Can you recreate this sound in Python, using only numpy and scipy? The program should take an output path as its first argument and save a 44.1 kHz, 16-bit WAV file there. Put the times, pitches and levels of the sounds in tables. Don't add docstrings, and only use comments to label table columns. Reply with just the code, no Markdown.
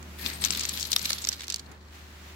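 import sys
import numpy as np
from scipy import signal
from scipy.fft import rfft, irfft
from scipy.io import wavfile

SR = 44100
rng = np.random.default_rng(int(sys.argv[2]) if len(sys.argv) > 2 else 0)


def bounce(signal):
    frames = np.transpose(np.atleast_2d(signal))
    limited = np.clip(frames, -1, 1)
    pcm = np.round(limited * 32767).astype(np.int16)
    wavfile.write(sys.argv[1], SR, pcm)


N = 103635
TIME = np.arange(N) / SR

# time_s, grit_db, dust_db, pan_db (left minus right)
DRAG = [(0, -76, -82, -11), (.178, -81, -56, 5), (.187, -48, -40, 6), (.27, -36, -41.5, 7),
        (.39, -50, -46.5, 5.5), (.455, -29, -36.5, 5), (.49, -37, -48, 7), (.54, -34.5, -36.5, 3.5),
        (.64, -38, -50, 1), (.71, -40, -46.5, 2.5), (.81, -37.5, -41, 3), (.885, -43, -45, 5.5),
        (.935, -39.5, -41, -1), (1.0, -42.5, -53, 3), (1.06, -35.5, -39.5, 4), (1.16, -40, -47, -1),
        (1.25, -49, -53, -4), (1.335, -40.5, -50, -3), (1.37, -51.5, -56, -1), (1.43, -48.5, -59, -3),
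        (1.47, -57, -70, -5), (1.53, -45.5, -71, -6), (1.62, -62, -83, 2)]


def amp(db):
    return 10 ** (np.asarray(db) / 20)


def unit(x):
    return x / np.sqrt(np.mean(x ** 2) + 1e-20)


def spectrum_at(points, hz):
    point_hz, value = np.transpose(points)
    return np.interp(np.log(hz + 1), np.log(point_hz + 1), value)


def curve(points, column=1):
    table = np.transpose(points)
    return np.interp(TIME, table[0], table[column])


def pan(pan_db):
    gains = amp(np.array([[.5], [-.5]]) * pan_db)
    return gains / np.sqrt((gains ** 2).mean(0))


def add(mix, start_s, sound):
    part = mix[:, max(round(start_s * SR), 0):][:, :sound.shape[1]]
    part += sound[:, :part.shape[1]]


def wander(rate_hz):
    hz = np.fft.rfftfreq(N, 1 / SR)
    return unit(irfft(rfft(rng.standard_normal(N)) / (1 + (hz / rate_hz) ** 4), N))


def colour(x, eq):
    # freq_hz, correlation
    likeness = [(30, 0), (130, 1), (300, 0.76), (700, 0.15), (1500, 0), (16000, 0)]
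    hz = np.fft.rfftfreq(N, 1 / SR)
    same = spectrum_at(likeness, hz)
    left, right = rfft(x)
    right = same * left + np.sqrt(1 - same ** 2) * right
    return unit(irfft(np.array([left, right]) * amp(spectrum_at(eq, hz)), N))


def noise(eq):
    return colour(rng.standard_normal((2, N)), eq)


def machine_hum():
    # pitch_hz, level_db
    tones = [(52, -74), (74.8, -49), (186, -63), (223, -70.5), (297, -86), (323, -70.5), (372.6, -64.5)]
    # time_s, gain_db
    swell = [(0, 3), (.25, 4), (.65, 2), (1.0, -0.5), (1.5, -3), (2.1, -1.5), (2.35, 1.5)]
    hum = np.zeros(N)
    for hz, db in tones:
        peak = amp(db + .4 * wander(3)) * np.sqrt(2)
        cycles = np.cumsum(hz + .4 * wander(2.5)) / SR + rng.random()
        hum += peak * np.sin(2 * np.pi * cycles)
    return hum * amp(curve(swell))


def outdoor_air():
    # freq_hz, gain_db
    air_eq = [(20, -41), (38, -17), (60, 6.5), (115, -0.5), (200, -2), (450, -11), (900, -9), (1900, -8),
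              (3000, -34), (16000, -70)]
    hiss_eq = [(200, 1.5), (800, 2.5), (2200, 4.5), (4500, -1.5), (7300, -5), (9000, -11.5), (13000, -10.5),
               (16000, -9)]
    # time_s, level_db
    hiss_level = [(0, -52.5), (.16, -49), (1.0, -49), (1.55, -53), (1.72, -62.5), (1.8, -65), (1.89, -58.5),
                  (1.95, -49), (2.06, -53), (2.17, -52), (2.29, -48.5), (2.35, -52)]
    return amp(-56.5) * noise(air_eq) + amp(curve(hiss_level)) * noise(hiss_eq)


def pile_shift():
    # time_s, level_db
    movement = [(0, -49.5), (.2, -54), (.255, -45), (.33, -51), (.47, -45.5), (.62, -49), (.85, -51.5),
                (1.0, -51), (1.09, -51), (1.2, -52.5), (1.55, -59), (1.69, -51.5), (1.78, -58),
                (2.35, -61.5)]
    # freq_hz, gain_db
    rumble_eq = [(50, -11), (110, -4.5), (190, -1), (260, -3), (340, -9.5), (500, -13.5), (1000, -13.5),
                 (3000, -36)]
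    return amp(curve(movement)) * noise(rumble_eq)


def minimum_phase(gain):
    log_gain = np.log(np.maximum(np.r_[gain, gain[-2:0:-1]], 1e-5))
    return np.exp(np.conj(signal.hilbert(log_gain)))[:len(gain)]


def clack(level_db, ring_hz, body_db, treble_db, pan_db, chatter_t60_s, size=4096):
    # freq_hz, gain_db
    slate_eq = [(60, -20), (250, -15), (700, -18), (1300, -12), (2300, -6), (3600, 0.5), (5500, -1),
                (7800, -0.5), (9500, -10), (11300, -8), (13200, -11), (16000, -13.5)]
    # ratio to ring pitch, gain_db
    plate_modes = [(1, 10.5), (1.3, 5.5), (1.52, 0.5)]
    ring_width_hz, rise_s, scatter_t60_s, max_lag_s = 730, .002, .03, .0004
    t, hz = np.arange(size) / SR, np.fft.rfftfreq(size, 1 / SR)
    resonance = sum(amp(2 * db) / (1 + (2 * (hz - ratio * ring_hz) / ring_width_hz) ** 2)
                    for ratio, db in plate_modes)
    plate = amp(spectrum_at(slate_eq, hz)) * np.sqrt(1 + resonance)
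    body, core, treble = (hz > 700) & (hz < 2500), (hz > 2500) & (hz < 8500), (hz > 9000) & (hz < 15500)
    low, mid, high = (10 * np.log10(np.mean(plate[band] ** 2)) for band in (body, core, treble))
    shelves = [(2000, body_db - low + mid), (3200, 0), (7800, 0), (9500, treble_db - high + mid)]
    plate *= amp(spectrum_at(shelves, hz))
    chatter, scatter = rng.standard_normal((2, 2, size)) * (1 - np.exp(-t / rise_s))
    chatter_gain = amp(1) * np.sqrt(chatter_t60_s / .0075)
    chatter = chatter_gain * unit(chatter * amp(-60 * t / chatter_t60_s))
    scatter = amp(-12.5) * unit(scatter * amp(-60 * t / scatter_t60_s))
    hit = (chatter + scatter) / np.sqrt(size)
    hit[:, 0] += pan(.59 * pan_db)[:, 0]
    struck = rfft(hit) * minimum_phase(plate)
    struck /= np.sqrt(2 * np.mean(abs(struck[:, core]) ** 2, axis=1, keepdims=True))
    lag_s = np.maximum(np.array([[-1], [1]]) * np.clip(pan_db / 8, -1, 1) * max_lag_s, 0)
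    delay = np.exp(-2j * np.pi * hz * np.round(lag_s * SR) / SR)
    return amp(level_db) * pan(pan_db) * irfft(struck * delay)


def clacks():
    # start_s, level_db, ring_hz, body_db, treble_db, pan_db, chatter_t60_s
    knocks = [(0.0279, -14, 6860, 1.5, -15, -10, 0.01), (0.2568, -7, 4900, -2, -18, 9, 0.0062),
              (0.2619, 6, 3500, -0.5, -23, 7, 0.01), (0.2992, -6.5, 4300, 0, -14, 4, 0.0068),
              (0.42, -2.5, 3570, 2.5, -20, 3, 0.023), (0.4399, 11.5, 3800, -7.5, -14, 6, 0.01),
              (0.449, 14.5, 6130, -16, -17.5, 10.5, 0.007), (0.458, 3, 4390, -9, -15, 13, 0.017),
              (0.4623, -11, 3660, -10, -14, 12, 0.021), (0.4684, -4, 2770, -11, -16, 7, 0.029),
              (0.506, 11, 5100, -7.5, -19, 8, 0.0072), (0.5222, 0.5, 4430, -11, -14, 5.5, 0.021),
              (0.5497, 4, 3560, -6, -25, 0, 0.011), (0.573, -2.5, 4830, -6, 2, 2.5, 0.012),
              (0.5946, 5.5, 5430, -11, -12, 6, 0.012), (0.606, 0, 5150, -6, -18, 5, 0.0098),
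              (0.61, 4, 6330, -12, -14, 9, 0.012), (0.6336, 4, 4700, -2, -11, 5, 0.034),
              (0.6528, 6.5, 6100, -8, -17, 2, 0.0085), (0.6888, 2, 4270, -13.5, -7, 5.5, 0.017),
              (0.693, 7, 7540, -20, -11, 4.5, 0.0064), (0.7359, 0, 3800, -16, -15, 3, 0.051),
              (0.7745, 1.5, 3750, -7.5, -18, 11, 0.007), (0.797, 0, 5340, -25, -8, 5, 0.014),
              (0.803, 5, 5800, -27, -15, 8, 0.16), (0.8095, 0, 6040, -22, -21, 9, 0.005),
              (0.8284, 6, 4370, -21, -28, 4.5, 0.0067), (0.852, 1, 4140, -21, -26, 3, 0.019),
              (0.872, -8, 4500, -12, -23, 10, 0.015), (0.906, -9, 3940, -17, 6, 12, 0.066),
              (0.918, 10, 4860, -23, -9, 5.5, 0.01), (0.9303, 13, 4270, -12.5, -14, 7, 0.011),
              (0.9376, 1, 3900, -15, -20, 7.5, 0.0088), (0.9622, -0.5, 3730, -1, -3, 14, 0.0045),
              (0.963, 13.5, 3630, -3, -10.5, 5, 0.0091), (0.9827, -1, 5900, -22, -14, 5, 0.023),
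              (0.9937, 2, 4820, -9, -17, 10, 0.0065), (1.0157, -1, 5200, -14, -11, 5.5, 0.014),
              (1.0277, -5.5, 7450, -1, 0, 7, 0.014), (1.0475, -0.5, 4910, -9, -10, 7, 0.019),
              (1.055, 9.5, 3980, -6, -13, -3, 0.014), (1.0937, 3, 4220, -9, -12, -5, 0.016),
              (1.101, 3.5, 4000, -9, -4, 1, 0.023), (1.1053, 8.5, 4550, -1.5, -22, -1.5, 0.0078),
              (1.1197, 1, 4200, -8, -14, 2, 0.008), (1.131, 9, 4420, -14.5, -16, -2, 0.0076),
              (1.183, -1.5, 3840, -15, -17, 0.5, 0.022), (1.2173, -1, 7400, -11, -10.5, 2.5, 0.094),
              (1.242, 0.5, 5210, -10, -25, -1.5, 0.013), (1.2497, 6, 5400, -10.5, -24, -2.5, 0.0052),
              (1.2717, 5, 4700, -4.5, -14, 1, 0.012), (1.2884, 11, 5600, -17.5, -12, -2.5, 0.011),
              (1.3179, -3.5, 4760, -1, -22, -1, 0.0091), (1.3273, 1, 4460, -8.5, -26, -2.5, 0.013),
              (1.33, -1.5, 4460, -9, -15, -0.5, 0.021), (1.3946, -8, 3970, 2, -21, -4.5, 0.023),
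              (1.4073, -2.5, 3680, -3.5, -19, 1, 0.011), (1.4181, -7, 4470, -3, -14, 1, 0.015),
              (1.4343, -8.5, 2860, 3.5, -10, 1.5, 0.013), (1.4411, -5.5, 4300, -3.5, -13, -1, 0.019),
              (1.47, -14, 4800, -10, -9, -2, 0.008), (1.4813, -1, 4500, -9, -14, -3, 0.008),
              (1.493, -6.5, 4350, -10, -22, 2, 0.014), (1.501, 6.5, 4970, -11, -14.5, -3.5, 0.012),
              (1.5114, -6, 4030, -5, -22, -1, 0.0067), (1.5233, 1.5, 5600, -18, -22, 0, 0.0069),
              (1.526, -5, 4500, -24, -18, -5, 0.019), (1.5429, 5.5, 6100, -14, -13.5, -4, 0.005),
              (1.5603, 0, 4600, -20, -10.5, 0.5, 0.009), (1.567, -11, 4140, -9, -15, -3, 0.014),
              (1.5833, -15, 4600, -10, -15, -5, 0.008), (1.5947, -4, 4570, -11, -16, -4, 0.022),
              (1.7151, -18, 6850, 8, -8.5, -3.5, 0.031)]
    out = np.zeros((2, N))
    for start_s, *knock in knocks:
        add(out, start_s, clack(*knock))
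    return out


def rub(eq, start_s, length_s, level_db):
    return amp(level_db) * np.sin(np.pi * np.clip((TIME - start_s) / length_s, 0, 1)) * noise(eq)


def hand_rub():
    # freq_hz, gain_db
    hand_eq = [(400, -9), (1100, -12), (1900, 0.5), (2400, -1.5), (3500, -11), (5000, -7), (8000, -25)]
    return rub(hand_eq, start_s=.17, length_s=.23, level_db=-40.5)


def grains(per_s=2500, spread_db=3.1, t60_s=.007, size=256):
    out, t = np.zeros((2, N)), np.arange(size) / SR
    strength = amp(spread_db * np.minimum(rng.exponential(1, N), 4))
    contacts = strength * (rng.random(N) < per_s / SR)
    stones = rng.standard_normal((24, 2, size)) * amp(-60 * t / t60_s)
    which = rng.integers(0, len(stones), N)
    for k, stone in enumerate(stones):
        out += signal.oaconvolve((contacts * (which == k))[None], stone, axes=1)[:, :N]
    return out


def grinding(slip_db=1.5, slip_hz=70):
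    # freq_hz, gain_db
    grit_eq = [(300, -14), (600, -20), (1200, -7), (2200, -3.5), (3200, 0.5), (4100, 5), (5500, -2),
               (7800, -5.5), (9200, -19), (12000, -48), (16000, -48)]
    dust_eq = [(3000, -27), (8000, -7), (10200, -8), (11350, 1.5), (12200, -2), (13200, -2.5),
               (14500, -6.5), (16000, -3)]
    slip = unit(amp(slip_db * wander(slip_hz)))
    pan_db = curve(DRAG, column=3)
    grit = colour(grains(), grit_eq) * amp(curve(DRAG, column=1)) * pan(pan_db)
    dust = colour(grains(), dust_eq) * amp(curve(DRAG, column=2)) * pan(pan_db + 8.5)
    return slip * (grit + dust)


def squeaks(q=40, sway_depth=.006, flutter_db=2.4, flutter_hz=55):
    # start_s, length_s, pitch_hz, level_db
    slides = [(0.186, 0.06, 1815, -49.5), (0.232, 0.031, 2490, -41), (0.257, 0.045, 8320, -46.5),
              (0.319, 0.055, 8400, -45), (0.407, 0.021, 8350, -35.5), (0.423, 0.012, 8100, -41),
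              (.455, 0.015, 8200, -39), (.505, 0.013, 8260, -32.5), (0.238, 0.06, 13260, -42),
              (0.446, 0.032, 13050, -36), (0.65, 0.019, 13000, -41), (0.723, .028, 11350, -41.5),
              (0.729, 0.071, 13200, -45), (0.86, 0.017, 11250, -43), (0.887, 0.23, 13200, -50),
              (.885, 0.34, 11330, -53.5), (0.982, 0.017, 11400, -47), (1.053, 0.013, 11560, -38.5),
              (1.089, .025, 11250, -40), (1.141, 0.017, 11140, -43), (1.181, 0.014, 11250, -43),
              (1.192, .035, 13130, -46), (1.224, 0.11, 13300, -54)]
    out = np.zeros((2, N))
    sway = 1 + sway_depth * wander(flutter_hz)
    flutter = amp(flutter_db * wander(flutter_hz))
    for start_s, length_s, hz, db in slides:
        span = round(start_s * SR) + np.arange(round(length_s * SR))
        pole = np.exp(-np.pi * hz / q / SR)
        friction = rng.standard_normal((2, SR // 2)) + 1j * rng.standard_normal((2, SR // 2))
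        narrow_band = signal.lfilter([1], np.poly([pole, pole]), friction)[:, -len(span):]
        carrier = np.exp(2j * np.pi * np.cumsum(hz * sway[span]) / SR)
        ring = flutter[span] * (narrow_band * carrier).real
        fade = signal.windows.tukey(len(span), .6)
        add(out, start_s, amp(db) * np.array([unit(side) for side in ring]) * fade)
    return out * pan(curve(DRAG, column=3) + 4)


def large_plates():
    # (pitch_hz, level_db, t60_s)
    strikes = [(.244, 0, [(242, -34, .1)]), (.2625, 7, [(3680, -17, 0.011), (4900, -17, 0.011)]),
               (.9633, -1, [(1160, -32.5, 0.02), (2180, -28, 0.01), (2900, -22, 0.013),
               (3690, -13.5, 0.016), (4900, -13, .012), (5500, -15.5, 0.019), (11050, -12.5, 0.0054)]),
               (1.1052, 3, [(557, -32.5, 0.038), (1320, -26, 0.018), (2150, -23, 0.0067),
               (11050, -29, 0.012)]), (1.2722, -2, [(4940, -24, 0.014), (7600, -24, .008)]),
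               (1.2892, -11, [(4370, -26, .014), (5760, -9.5, .012), (6980, -21, .012), (7240, -23, .012)]),
               (1.5431, -4, [(4650, -12, 0.0076), (5300, -18, 0.0092)])]
    out, t = np.zeros((2, N)), np.arange(SR // 5) / SR
    for start_s, pan_db, modes in strikes:
        for hz, db, t60_s in modes:
            phase = np.array([[0], [rng.uniform(-1.27, 1) * np.pi / 2]])
            envelope = amp(db - 60 * t / t60_s) * (1 - np.exp(-t * hz)) ** 2
            add(out, start_s, pan(pan_db) * envelope * np.sin(2 * np.pi * hz * t + phase))
    return out


def settling():
    # freq_hz, gain_db
    scrape_eq = [(150, -16), (420, -4), (900, -6), (1800, -7), (3000, -16), (8000, -34)]
    return rub(scrape_eq, start_s=1.64, length_s=.15, level_db=-52)


def scene():
    impacts = clacks() + large_plates()
    friction = hand_rub() + settling() + grinding() + squeaks()
    return impacts + friction + pile_shift() + machine_hum() + outdoor_air()


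def record(dry, low_cut_hz=27, high_cut_hz=15850):
    heard = signal.sosfilt(signal.butter(2, low_cut_hz, "high", fs=SR, output="sos"), dry)
    high_cut = signal.firwin(601, high_cut_hz, window=("kaiser", 9), fs=SR)
    return signal.oaconvolve(np.clip(heard, -1, 1), high_cut[None], "same")


dry = scene()
out = record(dry)
bounce(out)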